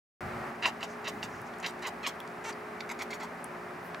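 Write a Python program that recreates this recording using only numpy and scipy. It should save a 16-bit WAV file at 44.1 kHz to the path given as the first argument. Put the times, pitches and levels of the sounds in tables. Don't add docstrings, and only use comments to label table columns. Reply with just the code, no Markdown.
import sys
import numpy as np
from scipy import signal
from scipy.fft import rfft, irfft, next_fast_len
from scipy.io import wavfile

SR = 44100
rng = np.random.default_rng(int(sys.argv[2]) if len(sys.argv) > 2 else 0)


def unload_wav(signal):
    wavfile.write(
        sys.argv[1],
        SR,
        np.round(np.clip(np.atleast_2d(signal).T, -1, 1) * 32767).astype(np.int16),
    )


N = 176400
T = np.arange(N) / SR
BIN_HZ = np.arange(N // 2 + 1) * SR / N
SIDES = np.array([[1], [-1]])


def from_db(db):
    return 10 ** (np.asarray(db) / 20)


def unit_rms(x):
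    return x / np.sqrt(np.mean(x ** 2) + 1e-20)


def at_hz(points, hz):
    freqs, values = np.transpose(points)
    return np.interp(np.log(hz + 1), np.log(freqs), values)


def colour(x, spectrum, extra_db=lambda hz: 0):
    n = x.shape[-1]
    size = 2 * next_fast_len(n)
    hz = np.arange(size // 2 + 1) * SR / size
    cepstrum = irfft(np.log(from_db(at_hz(spectrum, hz) + extra_db(hz))))
    cepstrum[1:size // 2] *= 2
    cepstrum[size // 2 + 1:] = 0
    return irfft(rfft(x, size) * np.exp(rfft(cepstrum)), size)[..., :n]


def bell(hz, centre_hz, width_hz):
    return 1 / (1 + (2 * (hz - centre_hz) / width_hz) ** 2)


def drift(rate_hz):
    return unit_rms(irfft(rfft(rng.standard_normal(N)) / (1 + (BIN_HZ / rate_hz) ** 2), N))


def add(out, start_s, x):
    i = int(start_s * SR)
    out[i:i + len(x)] += x[:len(out) - i]


# frequency in Hz, gain in dB.
FAN_SPECTRUM = [(15, -53), (25, -23), (209, -4.5), (253, -1.5), (305, -5.5), (340, -7.5), (433, -3.5),
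                (469, -8.5), (552, -3.5), (762, -1), (895, -4), (1300, -3.5), (1410, -5), (1950, -8),
                (2360, -13), (3340, -26.5), (5140, -28.5), (5580, -29.5), (6380, -32.5), (10900, -36.5),
                (15500, -41)]
# frequency in Hz, side minus mid in dB.
FAN_WIDTH = [(60, -31), (99, -37), (160, -47), (270, -18), (450, -7.5), (740, -7), (1220, -5.5), (2010, -7),
             (3330, -4.5), (5500, -11), (9080, -3), (15000, 0.5)]
# frequency in Hz, level in dB, wander in Hz.
FAN_HUM = [(176.6, -59.5, 5.065), (233.3, -56, 3.2), (361.5, -54, 0.61), (420.3, -53.5, 0.55)]
def fan(rush_db=-43.5, low_cut_hz=53, early_db=3.5, early_until_s=0.495, early_fade_s=0.035):
    low_cut = np.sqrt(1 + (low_cut_hz / (BIN_HZ + 1)) ** 10)
    mid, side = rfft(rng.standard_normal((2, N))) * from_db(at_hz(FAN_SPECTRUM, BIN_HZ)) / low_cut
    mid = irfft(mid, N)
    side = irfft(side * from_db(at_hz(FAN_WIDTH, BIN_HZ)), N)
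    rush = (mid + side * SIDES) / mid.std()
    hum = 0
    for hz, db, wander_hz in FAN_HUM:
        waver = 1 + 0.34 * drift(2 * wander_hz)
        cycles = np.cumsum(hz + wander_hz * drift(8.37)) / SR
        hum += from_db(db) * unit_rms(waver * np.sin(2 * np.pi * cycles))
    early = np.clip(1 - (T - early_until_s) / early_fade_s, 0, 1)
    return (rush * from_db(rush_db) + hum) * from_db(early_db * early)


# frequency in Hz, gain in dB.
RUMBLE_SPECTRUM = [(27, -32), (42, -10), (90, 3.5), (150, 5.5), (260, -8), (500, -45)]
SWELL_SPECTRUM = [(90, -21), (180, 3), (250, 4), (310, 0.5), (450, -37.5)]
# time in seconds, level in dB.
RUMBLE_LEVEL = [(.21, -52), (.265, -41), (.31, -53), (.36, -45), (.48, -59), (.53, -55.5), (1.0, -64.5),
                (1.17, -55), (1.42, -54), (1.5, -82), (4, -62)]
SWELL_LEVEL = [(1.0, -77), (1.13, -46), (1.3, -52), (1.55, -74)]
def rumble(side_db=-19.5):
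    out = 0
    for spectrum, envelope in ((RUMBLE_SPECTRUM, RUMBLE_LEVEL), (SWELL_SPECTRUM, SWELL_LEVEL)):
        mid, side = unit_rms(colour(rng.standard_normal((2, N)), spectrum))
        level_db = np.interp(T, *np.transpose(envelope))
        out += (mid + from_db(side_db) * side * SIDES) * from_db(level_db)
    return out


# frequency in Hz, gain in dB.
ROOM_SPECTRUM = [(200, -14.5), (1200, -0.5), (3000, 4.5), (7000, -4.5), (15000, 5.5)]
def room(x, t60_s=0.14, gap_s=0.0016, level_db=-9.5):
    t = np.arange(SR // 3) / SR
    reflections = rng.standard_normal((2, len(t))) * from_db(-60 * t / t60_s) * (t > gap_s)
    tail = unit_rms(colour(reflections, ROOM_SPECTRUM)) / np.sqrt(len(t))
    return from_db(level_db) * signal.fftconvolve(x[None], tail, axes=1)[:, :N]


# frequency in Hz, left minus right in dB.
PORT_BALANCE = [(700, 1), (1300, 0), (2400, -3.5), (4400, -1), (8100, 1.5), (15000, -1)]
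# frequency in Hz, phase in radians.
PORT_PHASE = [(7000, -0.24), (9200, -1.25), (10500, -1.6), (13700, -1.4)]
def microphone_ports(x):
    balance = from_db(SIDES * at_hz(PORT_BALANCE, BIN_HZ) / 2)
    skew = np.tan(at_hz(PORT_PHASE, BIN_HZ) / 2)
    return irfft(rfft(x) * balance * (1 + 1j * SIDES * skew), N)


# peak time in seconds, spread in seconds, level in dB, centre in Hz, width in Hz.
RUSTLES = [(.91, 0.023, -59, 5950, 3000), (1.35, .05, -63.5, 5940, 2500), (1.475, 0.013, -61.5, 5940, 3500),
           (3.865, 0.024, -63, 12400, 6000)]
def rustles():
    out = np.zeros(N)
    for peak_s, spread_s, db, centre_hz, width_hz in RUSTLES:
        hiss = irfft(rfft(rng.standard_normal(N)) * bell(BIN_HZ, centre_hz, width_hz), N)
        swell = np.exp(-0.5 * ((T - peak_s) / spread_s) ** 2)
        out += from_db(db) * swell * unit_rms(hiss)
    return out


# start in seconds, level in dB, resonance in Hz, width in Hz, decay in seconds.
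TICKS = [(1.416, -53, 9000, 8000, .002), (1.538, -54, 3700, 1500, .003), (1.585, -56, 7000, 6000, .003),
         (1.600, -51, 6760, 1800, .005), (1.708, -52, 8500, 4000, .002), (1.792, -56, 4500, 3500, .003),
         (2.2034, -37, 3170, 250, 0.00079), (2.203, -45, 10700, 3500, 0.00084),
         (2.276, -50, 4900, 2500, .002), (2.495, -44.5, 6800, 2500, 0.0018),
         (2.526, -48, 4650, 400, 0.0043), (3.4426, -37, 9400, 1980, .0016),
         (3.9458, -33, 1670, 1000, 0.0018)]
def tick(db, hz, width_hz, decay_s):
    t = np.arange(SR // 25) / SR
    burst = rng.standard_normal(len(t)) * np.exp(-t / decay_s)
    radius = np.exp(-np.pi * width_hz / SR)
    ring = signal.lfilter([1, 0, -1], [1, -2 * radius * np.cos(2 * np.pi * hz / SR), radius ** 2], burst)
    band = signal.butter(1, [hz / 2, min(2 * hz, SR / 2 - 2000)], "band", fs=SR, output="sos")
    return from_db(db) * unit_rms(signal.sosfilt(band, ring)) * np.sqrt(decay_s / t[-1])


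def larynx(pitch_hz, rough, jitter=0.16, shimmer_db=3.5):
    n = len(pitch_hz)
    pitch_scatter, level_scatter = rng.uniform(-1, 1, (2, n))
    cycle = np.cumsum(pitch_hz / SR).astype(int)
    phase = np.cumsum(pitch_hz * np.exp(jitter * rough * pitch_scatter[cycle]) / SR)
    pulses = np.maximum(-np.diff(phase % 1, prepend=0), 0)
    puffs = rng.standard_normal(n) * np.exp(-2.5 * (phase % 1))
    voice = np.sqrt(1 - rough) * unit_rms(pulses - pulses.mean()) + np.sqrt(rough) * unit_rms(puffs)
    return voice * from_db(shimmer_db * rough * level_scatter[phase.astype(int)])


# time in seconds, pitch in Hz, level in dB, roughness from 0 to 1,
# first formant in Hz.
MEW = [(2.436, 501.6, -60, 0.76, 800), (2.443, 480, -40.5, 0.7, 800), (2.462, 453.6, -38, 0.2, 820),
       (2.474, 453.7, -41, .07, 900), (2.488, 447, -37, 0, 950), (2.497, 479, -37.5, .35, 1000),
       (2.507, 588, -40, .2, 1150), (2.52, 654, -56, 0.5, 1200)]
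# frequency in Hz, gain in dB.
MEW_SPECTRUM = [(200, -24), (450, -6.5), (1000, -4.5), (1900, 1.5), (3100, -7), (4300, -10), (5200, -14),
                (6100, -3.5), (6700, -16), (7400, -7), (8300, -18), (13000, -29), (16000, -38)]
def mew(formant_db=10.5, formant_width_hz=300, release_s=0.006):
    times_s, *columns = np.transpose(MEW)
    t = times_s[0] + np.arange(SR // 8) / SR
    pitch_hz, db, rough, formant_hz = [np.interp(t, times_s, column) for column in columns]
    voice = colour(larynx(pitch_hz, rough), MEW_SPECTRUM)
    carrier = np.exp(2j * np.pi * np.cumsum(formant_hz) / SR)
    radius = np.exp(-np.pi * formant_width_hz / SR)
    ring = 2 * np.real(carrier * signal.lfilter([1 - radius], [1, -radius], voice / carrier))
    release = np.exp(-np.maximum(t - times_s[-1], 0) / release_s)
    return unit_rms(voice + (from_db(formant_db) - 1) * ring) * from_db(db) * release


def pane_echo_db(hz, delay_ms, reflection=0.48):
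    return 20 * np.log10(np.abs(1 + reflection * np.exp(-2j * np.pi * hz * delay_ms / 1000)))


HISS_ATTACK_S, HISS_DECAY_S = 0.0028, 0.02
SQUEAK_ATTACK_S, SQUEAK_SWELL_DB, PITCH_SAG, SHUT_JAW_HZ = 0.006, 13, 0.22, 4300
RELEASE_S, POP_DECAY_S, POP_SPLASH = 0.006, 0.0038, 0.15
RASP_ATTACK_S, RASP_FADE_DB, RASP_RELEASE_S, RASP_FLUTTER = 0.0058, 12, 0.005, 0.43
# frequency in Hz, gain in dB.
HISS_SPECTRUM = [(150, -22), (900, 3.5), (1900, 6), (3200, -10.5), (4100, 0), (5200, -6.5), (7200, -7.5),
                 (8600, -20), (16000, -32)]
SQUEAK_SPECTRUM = [(150, -7), (400, -10.5), (900, -1.5), (1800, 0.5), (3200, -6), (4000, -7), (5000, -12),
                   (7200, -19), (8600, -30.5), (16000, -37)]
POP_SPECTRUM = [(150, -11.5), (400, -6), (900, 6.5), (1700, 1.5), (3000, -3.5), (4500, 1), (7000, -15.5),
                (9000, -32), (13000, -25.5), (16000, -45)]
RASP_SPECTRUM = [(150, -31), (400, -0.5), (950, 5), (1600, -6), (3000, -6.5), (5000, -9.5), (7400, -11.5),
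                 (8700, -21), (11500, -25.5), (13400, -23.5), (16000, -38)]
# start, mouth opening and rasp length in seconds, pitch in Hz, roughness from 0 to 1,
# hiss, squeak, pop and rasp levels in dB, mouth resonance in Hz, its boost in dB,
# body and treble gains in dB, pane echo delay in ms.
CHIRPS = [ (.623, 0.6572, 0.041, 345, 0.2, -30, -25, -22, -28, 2660, 13, -3, -6, 1.03),
          (0.805, 0.829, 0.026, 378.3, 0.59, -42.5, -44, -31, -34, 2750, 14, -2.5, -2, 1.05),
          (1.042, 1.077, 0.023, 351, 0.44, -43, -36, -34.5, -32, 2700, 8, -4.5, 3.5, 1.05),
          (1.223, 1.229, 0.029, 377, 0.67, -51, -44, -34, -37, 2750, 10, -7, 1, 1.09),
          (1.626, 1.663, 0.039, 387, .35, -42.5, -31.5, -30.5, -38, 2550, 10, -2, 7.5, 1.02),
          (1.82, 1.866, 0.026, 560, .25, -39, -36, -41, -30.5, 2520, 10, 3, 7, 1.01),
          (2.028, 2.066, 0.03, 620.4, .2, -44, -33, -31.5, -29.5, 2640, 13.5, -1, 8.5, 0.93),
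          (2.792, 2.8059, .010, 400, 0.74, -58, -55, -34.5, -49, 2180, 12, -8, 7, 0.84),
          (2.888, 2.911, 0.014, 351.6, 0.5, -40, -36.5, -41.5, -34.5, 2120, 20.5, 8, 16.5, 0.795),
          (2.988, 3.02, 0.015, 429, 0.56, -43, -35.5, -33.5, -37, 2220, 13, -1, 17.5, 0.89),
          (3.103, 3.135, 0.025, 558.6, 0.61, -38.5, -39.5, -40.5, -41.5, 2180, 13, 2, 14, 0.89),
          (3.198, 3.227, 0.028, 723, 0.29, -40, -40.5, -52, -36, 2130, 8, 8, 7.5, 0.91)]
def chirp(start_s, opens_s, rasp_s, pitch_hz, rough, hiss_db, squeak_db, pop_db, rasp_db,
          mouth_hz, boost_db, body_db, treble_db, echo_ms):
    t = np.arange(SR // 6) / SR
    shut_s = opens_s - start_s
    since_open_s = np.maximum(t - shut_s, 0)
    progress = np.minimum(t / shut_s, 1)
    release = np.exp(-since_open_s / RELEASE_S)
    steady_hz = np.full(len(t), pitch_hz)

    def mouth(source, spectrum, resonance):
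        def gain_db(hz):
            mouth_db = boost_db * bell(hz, mouth_hz, width_hz=620)
            throat_db = 3 * bell(hz, centre_hz=3950, width_hz=390)
            tone_db = body_db * bell(hz, centre_hz=930, width_hz=900)
            tone_db += treble_db * hz ** 2 / (hz ** 2 + 4550 ** 2)
            return resonance * (mouth_db + throat_db) + tone_db + pane_echo_db(hz, echo_ms)
        return unit_rms(colour(source, spectrum, gain_db))

    folds = larynx(pitch_hz * (1 + PITCH_SAG * (0.5 - progress)), rough)
    muffled = signal.sosfilt(signal.butter(2, SHUT_JAW_HZ, fs=SR, output="sos"), folds)
    squeak = mouth(muffled, SQUEAK_SPECTRUM, resonance=1) * np.minimum(t / SQUEAK_ATTACK_S, 1)
    squeak *= from_db(squeak_db - SQUEAK_SWELL_DB * (1 - progress)) * release

    smack = POP_SPLASH * larynx(steady_hz, rough) * np.exp(-since_open_s / POP_DECAY_S) * (t > shut_s)
    smack[int(shut_s * SR)] += 1
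    pop = mouth(smack, POP_SPECTRUM, resonance=1) * from_db(pop_db) * np.sqrt(POP_DECAY_S / t[-1])

    air = rng.standard_normal(len(t)) + RASP_FLUTTER * folds
    rasp = mouth(air, RASP_SPECTRUM, resonance=0) * np.minimum(since_open_s / RASP_ATTACK_S, 1)
    rasp *= from_db(rasp_db - RASP_FADE_DB * np.minimum(since_open_s / rasp_s, 1))
    rasp *= np.exp(-np.maximum(since_open_s - rasp_s, 0) / RASP_RELEASE_S)

    hiss = mouth(larynx(steady_hz, rough=0.85), HISS_SPECTRUM, resonance=0.59) * from_db(hiss_db)
    hiss *= (1 - np.exp(-t / HISS_ATTACK_S)) * np.exp(-t / HISS_DECAY_S) * release
    return hiss + squeak + pop + rasp


def scene(onset_s=0.207, cat_low_cut_hz=160):
    cat = rustles()
    for row in CHIRPS:
        add(cat, row[0], chirp(*row))
    add(cat, MEW[0][0], mew())
    for start_s, *row in TICKS:
        add(cat, start_s, tick(*row))
    cat = signal.sosfilt(signal.butter(2, cat_low_cut_hz, "high", fs=SR, output="sos"), cat)
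    return (microphone_ports(cat) + room(cat) + fan() + rumble()) * (T > onset_s)


def record(dry):
    return signal.sosfilt(signal.ellip(12, 0.1, 80, 15900, fs=SR, output="sos"), dry)


dry = scene()
out = record(dry)
unload_wav(out)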